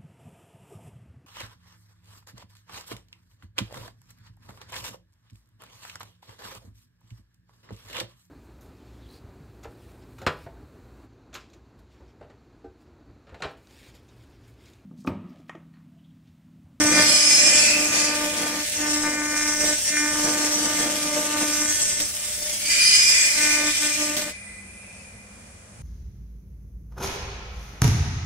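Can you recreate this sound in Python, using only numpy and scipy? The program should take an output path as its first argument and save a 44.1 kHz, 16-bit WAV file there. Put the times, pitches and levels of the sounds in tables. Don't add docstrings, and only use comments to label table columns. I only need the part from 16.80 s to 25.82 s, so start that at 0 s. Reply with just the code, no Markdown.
import sys
import numpy as np
from scipy import signal
from scipy.fft import rfft, irfft, next_fast_len
from scipy.io import wavfile
from scipy.ndimage import uniform_filter1d, map_coordinates

SR = 44100
rng = np.random.default_rng(int(sys.argv[2]) if len(sys.argv) > 2 else 0)


def output_pcm(signal):
    pcm = np.clip(np.atleast_2d(signal).T, -1, 1) * 32767
    wavfile.write(sys.argv[1], SR, np.round(pcm).astype(np.int16))


N = 397782
TIME = np.arange(N) / SR

# (frequency [Hz], level [dB])
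MAINS_HUM = [(99.7, -60.5), (199.4, -56.5), (398.8, -78)]
# (start [s], stop [s], level [dB])
RUMBLES = [(0, 0.254, -40.5), (8.37, 8.39, -49), (8.98, 9.02, -42.5)]
# (frequency [Hz], time to fall 60 dB [s])
REVERB_TIMES = [(200, 0.2), (2000, 0.38), (6000, 0.67), (14000, 0.052)]
# (frequency [Hz], gain [dB])
WALL_RETURN = [(300, -27), (1200, -13), (3000, -12), (8000, -15)]
# (frequency [Hz], correlation [-1 to 1])
NEAR_COHERENCE = [(300, 0.98), (600, 0.66), (1200, 0.026), (2500, 0.4), (5000, -0.25), (8000, -0.29),
                  (13000, 0.16)]
FAR_COHERENCE = [(100, 0.96), (300, 0.85), (800, 0.0013), (2000, 0.033), (5000, -0.098), (12000, -0.1)]
# (frequency [Hz], relative level [dB])
FAN_SPECTRUM = [(15, -40), (28, -29), (55, -3), (100, -5.5), (135, -13.5), (170, -12.5), (205, -8.5),
                (290, -21.5), (420, -22.5), (520, -15.5), (1000, -23), (2000, -22.5), (3900, -32),
                (6000, -25), (9000, -23.5), (10700, -27.5), (11600, -44), (15000, -48)]
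RUMBLE_SPECTRUM = [(20, -20), (50, -8), (100, -1), (200, -7), (320, -23), (1000, -60)]
HISS_SPECTRUM = [(300, -57), (1100, -25), (1700, -11), (3000, -6), (3900, -9), (4600, 0.5), (5300, -4),
                 (6300, -1), (7800, 2.5), (9200, -16.5), (10200, -6.5), (11500, -61), (16000, -53)]
WHISPER_SPECTRUM = [(5000, -13), (7600, -13), (8600, 5), (9000, -5), (9500, 2.5), (10400, -9),
                    (11300, -33), (15000, -60)]
DUCT_DRIVE = [(2500, -18), (4500, 10), (8500, 0), (11000, -20)]
CAVITY_DRIVE = [(500, -15), (1600, 9), (2700, -6.5), (4500, -19)]
HOLLOW_TONE_DRIVE = [(1000, -25), (2200, -3), (2800, -11), (4500, -23)]
# (frequency [Hz], bandwidth [Hz], relative gain [dB])
DUCT_MODES = [(4650, 23, 6), (5250, 46, 9), (5880, 49, 8), (6120, 34, -14), (6430, 24, -34),
              (7200, 44, -13), (7500, 98, -7), (7920, 24, 4), (8040, 44, -6)]
CAVITY_MODES = [(2033, 11.6, 0), (2227, 48, -9.5), (2415, 25, 8.5)]
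# (start [s], stop [s], relative hiss level [dB], relative ring level [dB])
AIR_BLASTS = [(0.13, 0.856, -19, -32), (1.136, 1.217, -20, -35), (5.907, 6.409, -19, -28),
              (6.617, 6.696, -24.5, -30.5), (8.028, 8.225, -56, -54)]
# (start [s], stop [s], frequency [Hz], level [dB])
CAVITY_TONES = [(0.85, 0.935, 2616, -24), (1.2, 1.3, 2600, -37), (5.912, 5.96, 2280, -32.5),
                (6.35, 6.42, 2035, -30), (7.678, 7.78, 2020, -47), (8.0, 8.2, 2580, -54)]
# (start [s], stop [s], first pitch [Hz], target pitch [Hz], time constant of the climb [s],
# level [dB], fade [dB/s])
NOZZLE_TONES = [(.155, .23, 4890, 5340, .36, -21, 130), (.28, .8, 5060, 5340, .32, -20, 110),
                (.87, .89, 4912, 4912, .3, -24, 110), (1.18, 1.21, 4912, 4912, .3, -30, 90),
                (5.862, 5.872, 4710, 4800, .1, -20, 450), (5.91, 5.925, 4760, 4850, .1, -23, 300),
                (6.015, 6.14, 4900, 5060, .34, -15.3, 180), (6.18, 6.27, 4970, 5020, .08, -18, 60)]
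# (frequency [Hz], relative level [dB])
FIZZ_SPECTRUM = [(4000, -34), (8500, 6), (10300, 9), (11800, -3), (15500, -1)]
FLAME_SPECTRUM = [(25, -42), (70, -22), (130, -7.5), (200, 1.5), (330, 3.5), (400, -11), (470, 1),
                  (640, -1), (1000, -9), (1800, -4), (3000, -21), (6000, -38)]
FLARE_SPECTRUM = [(80, -13), (250, 4), (1000, -7.5), (3200, 4.5), (7000, 3), (15000, -7)]
BOIL_SPECTRUM = [(1500, -10), (2300, -12), (3900, -14), (4700, -4), (5400, 5), (6400, 5), (7200, -2),
                 (8300, 7), (9300, -5.5), (10200, -7.5), (11500, -14.5), (16000, -67)]
SPATTER_SPECTRUM = [(300, -40), (600, -21), (1000, -19), (1450, 0), (1900, 5), (3300, 5.5), (4200, 3.5),
                    (8000, 7), (11500, -2), (14000, -7.5), (16000, -9.5)]
SNAP_SPECTRUM = [(400, -18), (600, -20.5), (900, 0.5), (1200, 2.5), (1500, -6), (1800, -2.5), (2400, -16.5),
                 (4000, -56.5)]
EDGE_SPECTRUM = [(1000, -59), (1500, -8.5), (1800, -4.5), (2100, -6), (2400, -8.5), (2700, -32),
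                 (3300, -29), (5000, -45.5)]
SWIRL_SPECTRUM = [(300, -33), (700, 4.5), (1300, -24), (2200, 8.5), (4000, -30)]
# (frequency [Hz], left gain and right loss [dB])
BUZZ_LEAN = [(300, 0), (700, .9), (1200, 1.8), (2200, 0)]
# (start [s], stop [s])
ON_COATING = [(0, 1.817), (2.0, 2.93), (3.14, 5.2), (6.6, 6.9), (7.03, 7.11), (7.2, 7.49)]
# (time [s], puff [dB], edge of the snap [dB], flame [dB])
PLUME_LEVELS = [(0, -19, -26, -33.5), (.22, -24, -26, -30.5), (.35, -36.5, -35.5, -37),
                (.86, -38.5, -31, -35), (1.03, -31, -43, -37), (1.31, -28.5, -33.5, -34),
                (1.68, -34.5, -46, -36.5), (2.02, -25.5, -33.5, -42.5), (2.26, -27.5, -28.5, -40.5),
                (2.42, -28, -26.5, -40), (2.85, -33.5, -30.5, -54), (3.19, -28.5, -24, -48.5),
                (3.39, -25.5, -32, -38.5), (4.0, -31.5, -43.5, -35), (4.46, -30.5, -48, -40),
                (4.62, -25, -39.5, -40.5), (4.85, -41, -33, -47.5), (5.03, -66, -39.5, -75),
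                (5.3, -66, -44, -60), (5.58, -39, -40, -49), (5.95, -38, -35, -43), (6.2, -44, -34, -67),
                (6.6, -35, -28, -45), (6.83, -30, -30, -41.5), (7.08, -34, -32, -57), (7.25, -32, -47, -49),
                (7.4, -43, -38, -43.5)]
# (time [s], puff [dB], snap [dB], flame [dB])
THICK_SPOTS = [(.19, -31, -28, -34), (1.66, -51, -37, -49), (2.27, -32, -40, -51), (2.69, -36, -40, -54),
               (2.84, -31, -50, -33), (2.91, -39, -64, -41), (3.46, -35, -45, -44), (4.37, -38, -42, -36),
               (4.55, -45, -37, -44), (4.63, -35, -40.5, -40), (4.825, -29, -39, -51),
               (4.91, -33, -43, -60), (5.215, -34.5, -49, -48), (7.05, -42, -45, -44),
               (7.225, -32, -42, -47), (7.305, -32, -44, -54)]
# (time [s], level [dB], time to fall 60 dB [s])
FLARE_UPS = [(5.202, -25, 0.095), (7.367, -24, 0.19), (7.415, -33, .12)]
# (time [s], boil [dB], fine spatter [dB])
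SIZZLE_LEVELS = [(0, -27, -39.5), (1.14, -31, -41), (1.3, -38, -42), (1.8, -41, -40.5), (2.1, -30.5, -42.5),
                 (2.42, -37.5, -48.5), (2.68, -30.5, -43.5), (3.8, -31.5, -40.5), (4.35, -37, -40.5),
                 (4.9, -29.5, -41.5), (5.21, -30, -45.5), (5.3, -36.5, -47.5), (5.7, -34, -45.5),
                 (6.0, -33.5, -40), (6.6, -28, -38), (7.37, -34.5, -42), (7.5, -47.5, -48)]

SWEEP_HZ, TOP_HZ = 299.1, 15750
LASER_OFF_S, SHUTOFF_S = 7.535, .035


def amp(db):
    return 10 ** (np.asarray(db) / 20)


def unit(x):
    return x / np.sqrt(np.mean(x ** 2) + 1e-20)


def along(points, hz):
    knots, values = np.transpose(points)
    return np.interp(np.log(hz + 1), np.log(knots + 1), values)


def curves(rows):
    times, *columns = np.transpose(rows)
    return [np.interp(TIME, times, column) for column in columns]


def held(start, stop, rise, fade):
    return -rise * np.maximum(start - TIME, 0) - fade * np.maximum(TIME - stop, 0)


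def settling(start, seconds):
    return np.exp(-np.maximum(TIME - start, 0) / seconds)


def noise():
    return rng.standard_normal((2, N))


def wobble(rate):
    knots = rng.standard_normal(int(N * rate / SR) + 4)
    return map_coordinates(knots, [np.arange(N) * rate / SR], mode="nearest")


def filtered(x, response):
    size = next_fast_len(N + SR // 2)
    return irfft(rfft(x, size) * response(np.fft.rfftfreq(size, 1 / SR)), size)[..., :N]


def modes(table, hz):
    return sum((-1) ** k * amp(db) * 1j * hz * width / (centre ** 2 - hz ** 2 + 1j * hz * width)
               for k, (centre, width, db) in enumerate(table))


def resonate(drive, table):
    return unit(filtered(drive, lambda hz: modes(table, hz)))


def struck(pulses, spectrum, size=2048):
    cepstrum = irfft(np.log(amp(along(spectrum, np.fft.rfftfreq(size, 1 / SR)))))
    cepstrum[1:size // 2] *= 2
    cepstrum[size // 2 + 1:] = 0
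    response = irfft(np.exp(rfft(cepstrum)))
    return unit(signal.fftconvolve(pulses, response)[:N])


def stereo(pair, spectrum, coherence):
    def response(hz):
        angle = np.arccos(np.clip(along(coherence, hz), -1, 1)) / 2
        return amp(along(spectrum, hz)) * [np.cos(angle), np.sin(angle)]
    mid, side = filtered(pair, response)
    return np.array([mid + side, mid - side]) / np.std(mid)


def patchy(channels, depth_db, bins, frames):
    spectra = signal.stft(channels, nperseg=512)[2]
    field = rng.standard_normal(spectra.shape[1:])
    for _ in range(2):
        field = uniform_filter1d(uniform_filter1d(field, bins, 0), frames, 1)
    return signal.istft(spectra * amp(depth_db * unit(field)), nperseg=512)[1][:, :N]


def workshop():
    hum = sum(amp(db + 1.7 * wobble(8)) * unit(np.sin(2 * np.pi * hz * TIME + wobble(5)))
              for hz, db in MAINS_HUM)
    return hum + amp(-48.5 + .42 * wobble(8.8)) * stereo(noise(), FAN_SPECTRUM, FAR_COHERENCE)


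def rumble():
    envelope = sum(amp(db + held(start, stop, rise=340, fade=260)) for start, stop, db in RUMBLES)
    return envelope * stereo(noise(), RUMBLE_SPECTRUM, FAR_COHERENCE)


def room(x):
    hz, age, spectra = signal.stft(rng.standard_normal((3, 2, SR // 2)), SR, nperseg=256)
    decay = amp(-60 * age / along(REVERB_TIMES, hz)[:, None])
    tails = signal.istft(spectra * decay, SR, nperseg=256)[1]
    tails /= np.linalg.norm(tails[0, 0])
    echoes = signal.oaconvolve(np.atleast_2d(x)[None], tails, axes=2)[..., :N]
    weights = np.array([wobble(4) for _ in tails])
    weights /= np.linalg.norm(weights, axis=0)
    return np.sum(echoes * weights[:, None], axis=0)


def hollow_tones():
    air = stereo(noise(), HOLLOW_TONE_DRIVE, FAR_COHERENCE)
    return sum(amp(db + held(start, stop, rise=92, fade=92)) * resonate(air, [(hz, 38, 0)])
               for start, stop, hz, db in CAVITY_TONES)


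def air_jet():
    hiss_db = np.max([db + held(start, stop, rise=350, fade=68) - 5 * settling(start, .15)
                      for start, stop, db, _ in AIR_BLASTS], axis=0)
    ring_db = np.max([db + held(start, stop, rise=350, fade=18.5)
                      for start, stop, _, db in AIR_BLASTS], axis=0)
    rush = stereo(patchy(noise(), depth_db=4.5, bins=2, frames=20), HISS_SPECTRUM, FAR_COHERENCE)
    duct = resonate(stereo(noise(), DUCT_DRIVE, FAR_COHERENCE), DUCT_MODES)
    hiss = amp(hiss_db + 1.25 * wobble(25)) * (amp(-3) * rush + amp(-5.5) * duct)
    ring = resonate(stereo(noise(), CAVITY_DRIVE, FAR_COHERENCE), CAVITY_MODES)
    whisper = stereo(patchy(noise(), depth_db=3.5, bins=2, frames=24), WHISPER_SPECTRUM, FAR_COHERENCE)
    whisper_db = -47.5 + held(7.67, 7.67, rise=65, fade=19)
    return hiss + amp(ring_db + 4.5 + .51 * wobble(12)) * ring + amp(whisper_db) * whisper


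def whistle():
    tone = np.zeros(N)
    for start, stop, first_hz, target_hz, climb, db, fade in NOZZLE_TONES:
        hz = target_hz + (first_hz - target_hz) * settling(start, climb)
        angle = 2 * np.pi * np.cumsum(hz + 30 * wobble(400)) / SR
        dropouts_db = 6 * np.abs(wobble(70))
        level_db = db + held(start, stop, rise=4 * fade, fade=fade) - dropouts_db
        tone += amp(level_db) * unit(np.sin(angle) + amp(-10.5) * np.sin(2 * angle))
    return (tone + amp(-6) * room(tone)) * amp([[-1], [1]])


def bareness(run_on_s=.078, run_off_s=.055):
    outside = [np.maximum((start - TIME) / run_on_s, (TIME - stop) / run_off_s)
               for start, stop in ON_COATING]
    return np.clip(np.min(outside, axis=0), 0, 1)


def plume():
    puff, edge, flame = curves(PLUME_LEVELS)
    usual_puff_db, usual_flame_db = -31, -40
    bare = bareness()
    bite_db = -25.5 * bare + .9 * wobble(18)
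    snap = -36.5 + .53 * (puff - usual_puff_db) + .12 * (flame - usual_flame_db)
    spit_puff, spit_snap, spit_flame = sum(amp(levels)[:, None] * amp(held(at, at, rise=305, fade=305))
                                           for at, *levels in THICK_SPOTS)

    def with_spit(db, spit):
        return 20 * np.log10(amp(db + 1.5 * wobble(16)) + spit)
    flame = with_spit(flame - 12.5 * bare, spit_flame)
    sputter = -41.5 + .47 * (flame - usual_flame_db) + 2.3 * wobble(11)
    puff = with_spit(puff + bite_db, spit_puff)
    snap = with_spit(snap + bite_db, spit_snap)
    edge = with_spit(edge + bite_db, amp(3) * spit_snap)
    return puff, snap, edge, with_spit(sputter, spit_flame), flame


def retraced(memory_s, share):
    feedback = np.exp(-1 / (SWEEP_HZ * memory_s))
    delay = np.exp(-2j * np.pi * np.fft.rfftfreq(N, 1 / SR) / SWEEP_HZ)
    repeating = unit(irfft(rfft(noise()) / (1 - feedback * delay), N))
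    return np.sqrt(share) * repeating + np.sqrt(1 - share) * noise()


def bare_metal(phase, coated_db=-62, bare_db=-38.5):
    fizz = retraced(memory_s=.03, share=.14) * amp(2.6 * np.cos(2 * np.pi * phase) + 1.3 * wobble(73))
    fizz_db = coated_db + (bare_db - coated_db) * bareness()
    return amp(fizz_db) * stereo(fizz, FIZZ_SPECTRUM, NEAR_COHERENCE)


def burning_vapour(phase, flame_db):
    flutter = noise() * amp(2 * np.cos(2 * np.pi * phase) + 1.67 * wobble(35))
    roar = amp(flame_db) * stereo(flutter, FLAME_SPECTRUM, NEAR_COHERENCE)
    flares = sum(amp(db - 60 * np.abs(TIME - at) / t60) * np.clip((TIME - at) / .0011 + 1, 0, 1)
                 for at, db, t60 in FLARE_UPS)
    return roar + flares * stereo(noise(), FLARE_SPECTRUM, NEAR_COHERENCE)


def sizzle(phase):
    boil_db, spatter_db = curves(SIZZLE_LEVELS)
    beat = np.cos(2 * np.pi * phase)
    boil = patchy(retraced(memory_s=.06, share=.42), depth_db=2, bins=3, frames=44)
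    boil *= amp(2 * beat + 2.1 * wobble(70) + .98 * wobble(700))
    spatter = patchy(retraced(memory_s=.06, share=.45), depth_db=1.3, bins=5, frames=24)
    spatter *= amp(1.55 * beat + 1.34 * wobble(55) + 1.9 * wobble(1500))
    return (amp(boil_db + 1) * stereo(boil, BOIL_SPECTRUM, NEAR_COHERENCE)
            + amp(spatter_db + 9.5) * stereo(spatter, SPATTER_SPECTRUM, NEAR_COHERENCE))


def sweep_pulses(phase, scatter_db, jitter_s):
    centres = np.interp(np.arange(1, int(phase[-1])), phase, np.arange(N))
    chance = rng.standard_normal((len(centres), 2))
    centres += jitter_s * SR * chance[:, 0]
    taps = np.floor(centres)[:, None] + np.arange(-7, 9)
    offset = taps - centres[:, None]
    shapes = np.sinc(offset) * np.cos(np.pi * offset / 16) ** 2
    pulses = shapes * amp(scatter_db * chance[:, 1:])
    return np.bincount(np.clip(taps, 0, N - 1).astype(int).ravel(), pulses.ravel(), N)


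def buzz(phase, puff_db, snap_db, edge_db, sputter_db, right_lead_s=.00006):
    pulses = sweep_pulses(phase, scatter_db=2.5, jitter_s=8e-6)
    puff = amp(puff_db - 5 + .52 * wobble(45)) * unit(np.cos(2 * np.pi * phase + np.pi / 4))
    snap = amp(snap_db - 2.5) * struck(pulses, SNAP_SPECTRUM)
    snap += amp(edge_db - 2.5) * struck(pulses, EDGE_SPECTRUM)
    snap = patchy(snap[None], depth_db=.5, bins=4, frames=20)[0]
    swirl = stereo(noise() * amp(5.6 * np.cos(2 * np.pi * phase)), SWIRL_SPECTRUM, NEAR_COHERENCE)
    swirl *= amp(snap_db - 12.5)
    hollow = unit(filtered(rng.standard_normal(N), lambda hz: modes([(592, 49, 0)], hz) ** 2))
    octave = unit(np.cos(4 * np.pi * phase + .69 * wobble(24)))
    sputter = amp(sputter_db) * (octave + amp(-7) * hollow)

    def left_right(hz):
        delay = np.exp(np.outer([-1j, 1j], np.pi * hz * right_lead_s))
        return delay * amp(np.outer([1, -1], along(BUZZ_LEAN, hz)))
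    return filtered(puff + snap + sputter, left_right) + swirl


def laser():
    phase = SWEEP_HZ * TIME + .018 * wobble(4.92)
    trigger = np.clip((LASER_OFF_S - TIME) / SHUTOFF_S, 0, 1)
    *buzz_db, flame_db = plume()
    crackle = amp(.94 * wobble(13)) * sizzle(phase)
    beam = buzz(phase, *buzz_db) + crackle + bare_metal(phase) + burning_vapour(phase, flame_db)
    return trigger * beam


def scene():
    beam = laser()
    echo = room(filtered(beam, lambda hz: amp(along(WALL_RETURN, hz))))
    return beam + echo + air_jet() + hollow_tones() + whistle() + workshop() + rumble()


def record(dry):
    return filtered(dry, lambda hz: hz < TOP_HZ)


dry = scene()
out = record(dry)
output_pcm(out)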